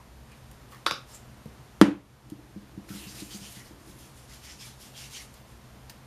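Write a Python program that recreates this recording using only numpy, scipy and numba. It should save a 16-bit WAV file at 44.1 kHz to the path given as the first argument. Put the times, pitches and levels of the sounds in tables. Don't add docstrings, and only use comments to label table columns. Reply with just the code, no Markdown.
import sys
import numpy as np
from scipy import signal
from scipy.fft import rfft, irfft, next_fast_len
from scipy.io import wavfile
from scipy.ndimage import uniform_filter1d
from numba import njit

SR = 44100
rng = np.random.default_rng(int(sys.argv[2]) if len(sys.argv) > 2 else 0)


def persist_wave(psi):
    counts = np.round(np.clip(psi, -1, 1) * 32767).astype(np.int16)
    wavfile.write(sys.argv[1], SR, np.atleast_2d(counts).T)


def voltage_ratio(level):
    return 10 ** (np.asarray(level, float) / 20)


N = 267246

# (full pressure from [s], held [s], level [dB], brightness [dB], cup of the hand [Hz])
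GRIP = [
    (0.721, 0.014, -56, -6.5, 1150),
    (1.1, .025, -52.5, -16, 5160),
    (1.148, .015, -57, -12, 6700),
]
# (full pressure from [s], held [s], level [dB], brightness [dB], cup of the palm [Hz])
STROKES = [(2.905, .66, -52.5, -2, 2700), (3.8, 1.6, -66, -3, 3000), (2.905, .04, -51, -5, 1390),
           (2.96, .165, -50, -5.5, 2700), (3.15, .07, -49.5, -7, 2540), (3.315, .04, -49, -5, 3200),
           (3.42, .065, -51, -10, 3020), (3.551, .05, -53, -8.5, 1960), (3.65, 0.035, -58, -3, 1960),
           (3.88, 0.034, -56.5, -3.5, 3500), (3.991, 0.069, -57, -3, 3460), (4.17, 0.016, -60.5, -1, 3480),
           (4.3, 0.041, -53, -9, 2000), (4.445, 0.084, -50, -10.5, 2030), (4.606, 0.063, -48, -10, 2400),
           (4.809, 0.074, -53.5, -6, 3250), (4.97, 0.074, -46, -9, 2780), (5.128, .075, -46, -9, 2190),
           (5.351, .02, -62, -4, 3500), (5.48, 0.045, -64.5, -3, 3500)]
# (frequency [Hz], level [dB], t60 [s])
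FRAME = [(129, -7, 0.13), (202.8, 0.5, 0.16), (255, -7, 0.051), (300.5, 0.5, 0.13), (332, -9, .09),
         (494, -9, 0.06)]


def colour(x, points):
    hz, db = np.transpose(points)
    size = next_fast_len(len(x))
    bins = np.maximum(np.fft.rfftfreq(size, 1 / SR), 1)
    gain = voltage_ratio(np.interp(np.log(bins), np.log(hz), db))
    return irfft(rfft(x, size) * gain, size)[:len(x)]


def unit(x):
    return x / np.sqrt(np.mean(x ** 2))


def filtered(x, order, hz, kind):
    return signal.sosfilt(signal.butter(order, hz, kind, fs=SR, output="sos"), x)


@njit
def svf(x, hz, q):
    y, band, low = np.empty(len(x)), 0., 0.
    for i in range(len(x)):
        g = np.tan(np.pi * hz[i] / SR)
        v = (band + g * (x[i] - low)) / (1 + g * (g + 1 / q))
        band, low, y[i] = 2 * v - band, low + 2 * g * v, v / q
    return y


def resonate(x, hz, q):
    return svf(x, np.full(len(x), 1. 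* hz), q)


def walk(rate_hz):
    hold = int(SR / rate_hz)
    levels = np.repeat(rng.standard_normal(N // hold + 1), hold)
    return 1.3 * uniform_filter1d(uniform_filter1d(levels, hold), hold)[:N]


def knock(blows, modes, scatter_db, floor_hz, edge=((20, 0), (20000, 0)), crack_db=-60, crack_s=.01):
    out, t = np.zeros(N + SR), np.arange(SR // 2) / SR
    hz, db, t60_s = np.transpose(modes)[:, :, None]
    spots = rng.standard_normal((len(blows), len(modes), 1))
    noises = rng.standard_normal((len(blows), len(t)))
    for (s, peak_db, contact_ms), spot, noise in zip(blows, spots, noises):
        decays = voltage_ratio(db + scatter_db * spot) * voltage_ratio(-60 * t / t60_s)
        ring = (decays * np.sin(2 * np.pi * hz * t)).sum(axis=0)
        push = np.sin(np.linspace(0, np.pi, int(max(contact_ms, 0) * SR / 1000) + 3))
        ring = np.convolve(ring, push)[:len(t)]
        ring = filtered(ring, 5, floor_hz, "high")
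        crack = unit(colour(noise, edge)) * voltage_ratio(crack_db - 60 * t / crack_s)
        i = int(s * SR)
        out[i:i + len(t)] += voltage_ratio(peak_db) * (crack - ring / np.abs(ring).max())
    return out[:N]


def click(s, points, db):
    pulse = colour(1. * (np.arange(N) == int(s * SR)), points)
    return voltage_ratio(db) * pulse / np.linalg.norm(pulse)


def slips(count, grain_db):
    return rng.standard_normal(count) * voltage_ratio(grain_db * rng.exponential(size=count))


def patchy(x, patch_db):
    bands_hz = 700 * 2 ** np.arange(0, 4.6, .25)
    return unit(sum(resonate(x, hz, 3.6) * voltage_ratio(patch_db * walk(22)) for hz in bands_hz))


def friction(strokes, colours, grain_db):
    press_db_per_s, lift_db_per_s = 456, 210
    t = np.arange(N) / SR
    skin = patchy(colour(slips(N, grain_db), colours), patch_db=3)
    top = filtered(skin, 2, 7500, "high")
    power, treble = 1e-18, 1e-18
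    for s, held_s, db, bright_db, _ in strokes:
        short_db = np.maximum(press_db_per_s * (s - t), lift_db_per_s * (t - s - held_s))
        pressure = voltage_ratio(db - np.maximum(short_db, 0)) ** 2
        power = power + pressure
        treble = treble + pressure * voltage_ratio(bright_db + 9)
    return (skin + top * (treble / power - 1)) * np.sqrt(power) * voltage_ratio(1.0 * walk(60))


def background():
    # (frequency [Hz], density [dB per Hz])
    air_colour = [(15, -38), (25, -29), (64, 1.5), (90, -23), (128, 2.5), (158, -20.5), (213, -8.5),
                  (278, -17), (318, -18), (1030, -20), (2300, -27.5), (12100, -37), (15000, -45)]
    # (frequency [Hz], width [Hz], level [dB rms])
    hum_lines = [(59.3, 25, -61), (119, 100, -60)]
    air = colour(rng.standard_normal(N), air_colour)
    air = air / np.std(filtered(air, 4, 400, "high"))
    out = voltage_ratio(-57 + 0.44 * walk(3.39)) * air
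    for hz, width_hz, db in hum_lines:
        out = out + voltage_ratio(db) * unit(resonate(rng.standard_normal(N), hz, hz / width_hz))
    return out


def pockets():
    # (middle [s], frequency [Hz], level [dB])
    bubbles = [(.0, 990, -54.5), (0.329, 2410, -59), (.746, 1860, -54), (.729, 2850, -61),
               (1.153, 7400, -47.5), (2.979, 3980, -51.5), (3.03, 2700, -51), (3.32, 3200, -51),
               (3.455, 3050, -52), (3.612, 1960, -53), (3.21, 3970, -50), (3.345, 4770, -50),
               (3.348, 6350, -48.5), (3.439, 5800, -57), (3.09, 4700, -53), (3.1, 6100, -54),
               (4.505, 5300, -52), (4.51, 3000, -56), (4.612, 5300, -51), (.74, 1150, -51),
               (5.2, 2100, -51), (5.05, 2800, -52), (2.905, 1400, -53), (4.63, 3300, -55),
               (4.968, 3220, -51), (5.164, 3060, -45.5), (5.172, 4500, -51), (5.181, 5750, -49.5),
               (5.15, 6500, -49)]
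    cup_db, cup_sag = -8, .07
    gap_hz, gap_db, gap_spread, gap_s = 5160, -8, .04, .075
    bubble_s = 0.069
    cups = [(s + held_s / 2, min(held_s + 0.046, .24), hz * (1 + cup_sag / 2), hz * (1 - cup_sag / 2), db + cup_db)
            for s, held_s, db, _, hz in STROKES + GRIP]
    widths_hz = gap_hz * (1 + gap_spread * rng.standard_normal((len(STROKES), 2)))
    gaps = [(row[0] + .015, gap_s, *hz, row[2] + gap_db) for row, hz in zip(STROKES, widths_hz)]
    rows = cups + gaps + [(s, bubble_s, hz, hz, db) for s, hz, db in bubbles]
    out = np.zeros(N + 2 * SR)
    for (s, length_s, first_hz, last_hz, db), noise in zip(rows, slips((len(rows), SR // 4), 1.1)):
        n = int(length_s * SR)
        ring = svf(noise[:n], np.linspace(first_hz, last_hz, n), 10.0)
        i = SR + int(s * SR) - n // 2
        out[i:i + n] += voltage_ratio(db) * unit(ring) * np.hanning(n)
    return out[SR:SR + N]


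def ticks():
    # (time [s], peak [dB], centre [Hz], t60 [s])
    tick_events = [(0.317, -43.5, 2500, 0.038), (0.513, -43, 9100, 0.033), (0.716, -48, 2500, .03),
                   (1.147, -36, 6860, 0.036), (2.3, -36.5, 7440, 0.022), (2.8898, -35.5, 1990, 0.081),
                   (5.3404, -41, 7500, 0.028), (5.8968, -30.5, 2480, 0.033), (5.899, -36, 400, 0.05),
                   (1.4565, -45, 800, .03), (2.31, -48, 1300, .05)]
    out, t = np.zeros(N + SR), np.arange(SR // 10) / SR
    for (s, peak_db, hz, t60_s), noise in zip(tick_events, rng.standard_normal((len(tick_events), len(t)))):
        burst = noise * voltage_ratio(-60 * t / max(t60_s, .002))
        burst = 0.49 * burst + resonate(burst, hz, 0.62)
        i = int(s * SR)
        out[i:i + len(t)] += voltage_ratio(peak_db) * burst / np.abs(burst).max()
    return out[:N]


def fingers():
    return friction(GRIP, [(1500, -8.5), (5000, -9), (15000, -10)], grain_db=3.5)


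def cap_snap():
    # (time [s], peak [dB], contact [ms])
    snap = [
        (.8625, -19, .1),
        (.8642, -15, .1),
        (.8651, -3.5, .08),
        (.8705, -15, .08),
        (.9100, -19, .03),
        (.9108, -10, .05),
    ]
    # (frequency [Hz], level [dB], t60 [s])
    cap_modes = [(404, -22.5, 0.012), (615, -6, 0.021), (1110, -5, 0.043), (1330, -1.5, 0.012),
                 (2600, 2.5, 0.004), (3620, -18, .005), (3740, 11, 0.005), (4750, 1.5, .005),
                 (5350, 3, 0.004)]
    # (frequency [Hz], level [dB])
    cap_crack = [(250, -22), (600, -13.5), (1300, 4), (2100, -12.5), (3800, -11.5), (5300, -5),
                 (6500, -22.5), (10500, -20.5), (15000, -34.5)]
    latch_db = 6.5
    cap = knock(snap, cap_modes, scatter_db=1.5, floor_hz=300, edge=cap_crack, crack_db=-10, crack_s=0.016)
    latch = click(snap[2][0], cap_crack, latch_db) + click(snap[5][0], cap_crack, latch_db - 4)
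    return cap, latch


def edge_taps():
    # (time [s], peak [dB], contact [ms])
    taps = [
        (.915, -36, 2.9),
        (1.4575, -31, 1.6),
        (1.59, -43, 2.3),
    ]
    # (frequency [Hz], level [dB], t60 [s])
    edge_modes = [(150, -5, 0.066), (214, -3.5, 0.044), (460, -1, 0.026), (620, -10, .03)]
    return knock(taps, edge_modes, scatter_db=2.1, floor_hz=89)


def bottle_bang():
    # (time [s], peak [dB], contact [ms])
    bang = [
        (1.8137, 6.5, 0.6),
        (1.8205, -8, 0.2),
    ]
    # (frequency [Hz], level [dB], t60 [s])
    top_modes = [(205, 9, 0.1), (253, 2, 0.03), (290, 0.5, 0.13), (318, 8, 0.05), (392, -5, 0.09),
                 (496, -9, 0.08), (600, -10, 0.04), (800, -16, 0.04), (1000, -2, 0.03), (1164, 4.5, 0.022),
                 (1320, 2, 0.03), (1590, -22.5, 0.017), (3750, -11.5, .003)]
    # (frequency [Hz], level [dB])
    bang_crack = [(300, -43), (700, 6.5), (1500, -4.5), (3000, -2.5), (5000, -12.5), (11000, -20),
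                  (15000, -42)]
    # (frequency [Hz], level [dB])
    clatter = [(300, -10), (600, 6), (1300, 4.5), (3000, -3), (5000, -11.5), (11000, -20), (15000, -37)]
    bottle = knock(bang, top_modes, scatter_db=1.1, floor_hz=188, edge=bang_crack, crack_db=-13.5, crack_s=0.028)
    body = filtered(bottle, 2, 600, "low")
    return bottle, body + click(bang[0][0], clatter, 18)


def leg_boom():
    # (frequency [Hz], level [dB], t60 [s])
    leg_modes = [(88, -4.5, 0.35), (121, 5.5, .4)]
    return knock([(1.816, -25, 8.6)], leg_modes, scatter_db=0.0, floor_hz=50)


def lean():
    # (time [s], level [dB])
    lean_levels = [(2.2, -56), (2.4, -56.5), (2.66, -70), (2.82, -51), (2.94, -49), (3.25, -56),
                   (3.67, -65), (3.87, -53.5), (4.4, -75)]
    s, db = np.transpose(lean_levels)
    t = np.arange(N) / SR
    push = rng.standard_normal(N)
    murmur = sum(voltage_ratio(mode_db) * resonate(push, hz, 11) for hz, mode_db, _ in FRAME[1:5])
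    return unit(murmur) * voltage_ratio(np.interp(t, s, db, left=-99, right=-99) - 2.5)


def thumps():
    # (time [s], peak [dB], contact [ms])
    thump_events = [(2.319, -26, 2.6), (2.561, -29, 2), (2.73, -45.5, 0.99), (2.775, -28, 2.7),
                    (2.903, -30, 3.5), (2.948, -34.5, 3.3), (3.066, -37.5, 4.6), (3.22, -32, 2),
                    (3.345, -34.5, 2.1), (3.415, -39, 3.1), (3.567, -41.5, 3.6), (3.709, -40.5, 1.2),
                    (3.892, -41.5, 3.3)]
    return knock(thump_events, FRAME, scatter_db=3.5, floor_hz=98)


def palms():
    # (frequency [Hz], density [dB per Hz])
    skin_colour = [(410, -64), (700, -12), (940, -14), (2760, -4), (3610, -4.5), (5170, -3.5), (7410, -4.5),
                   (8000, -6), (11200, -7.5), (15000, -16.5)]
    return friction(STROKES, skin_colour, grain_db=2.4)


def room(x):
    # (frequency [Hz], t60 [s], level [dB])
    walls = [(157, 0.28, -8), (472, 0.29, -2), (1390, 0.29, 2), (3570, 0.24, -2.5), (5950, 0.22, 5.5),
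             (10960, 0.23, 4)]
    wet_db = -8.5
    t = np.arange(SR // 2) / SR
    tail = sum(voltage_ratio(db - 60 * t / t60_s) * unit(resonate(rng.standard_normal(len(t)), hz, 0.42))
               for hz, t60_s, db in walls)
    tail = tail * np.clip((t - .002) / 0.0029, 0, 1)
    return voltage_ratio(wet_db) * signal.fftconvolve(x, tail / np.linalg.norm(tail))[:N]


def scene():
    cap, latch = cap_snap()
    bottle, blow_to_walls = bottle_bang()
    table = edge_taps() + leg_boom() + lean() + thumps()
    near = table + voltage_ratio(-0.6) * palms() + fingers() + pockets() + ticks()
    spread = voltage_ratio(1.5) * cap + latch + blow_to_walls
    return (near + cap + bottle + room(near + spread) + background())[None]


@njit
def follow(x, attack, release):
    y, level = np.empty(len(x)), 0.
    for i in range(len(x)):
        level += (abs(x[i]) - level) * (attack if abs(x[i]) > level else release)
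        y[i] = level
    return y


def roll_off(x):
    return signal.sosfilt(signal.butter(12, 16340, fs=SR, output="sos"), x)


def record(dry):
    whine_hz, whine_db = 11793, -78
    notch_hz, top_hz = 7870, 14900
    whine = np.sqrt(2) * np.sin(2 * np.pi * whine_hz * np.arange(N) / SR)
    dry = dry + voltage_ratio(whine_db) * whine
    quick = follow(dry[0], 1 / (0.0014 * SR), 1 / (.12 * SR))
    slow = follow(dry[0], 1 / (.003 * SR), 1 / (.8 * SR))
    quick_gain = np.minimum(voltage_ratio(-33.5) / (quick + 1e-9), 1) ** .12
    slow_gain = np.minimum(voltage_ratio(-12.0) / (slow + 1e-9), 1) ** 0.28
    ducked = dry * quick_gain * slow_gain
    notched = signal.lfilter(*signal.iirnotch(notch_hz, 35, fs=SR), ducked)
    band = signal.sosfilt(signal.ellip(10, .3, 70, top_hz, fs=SR, output="sos"), notched)
    return roll_off(np.clip(band, -.98, .98))


dry = scene()
out = record(dry)
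persist_wave(out)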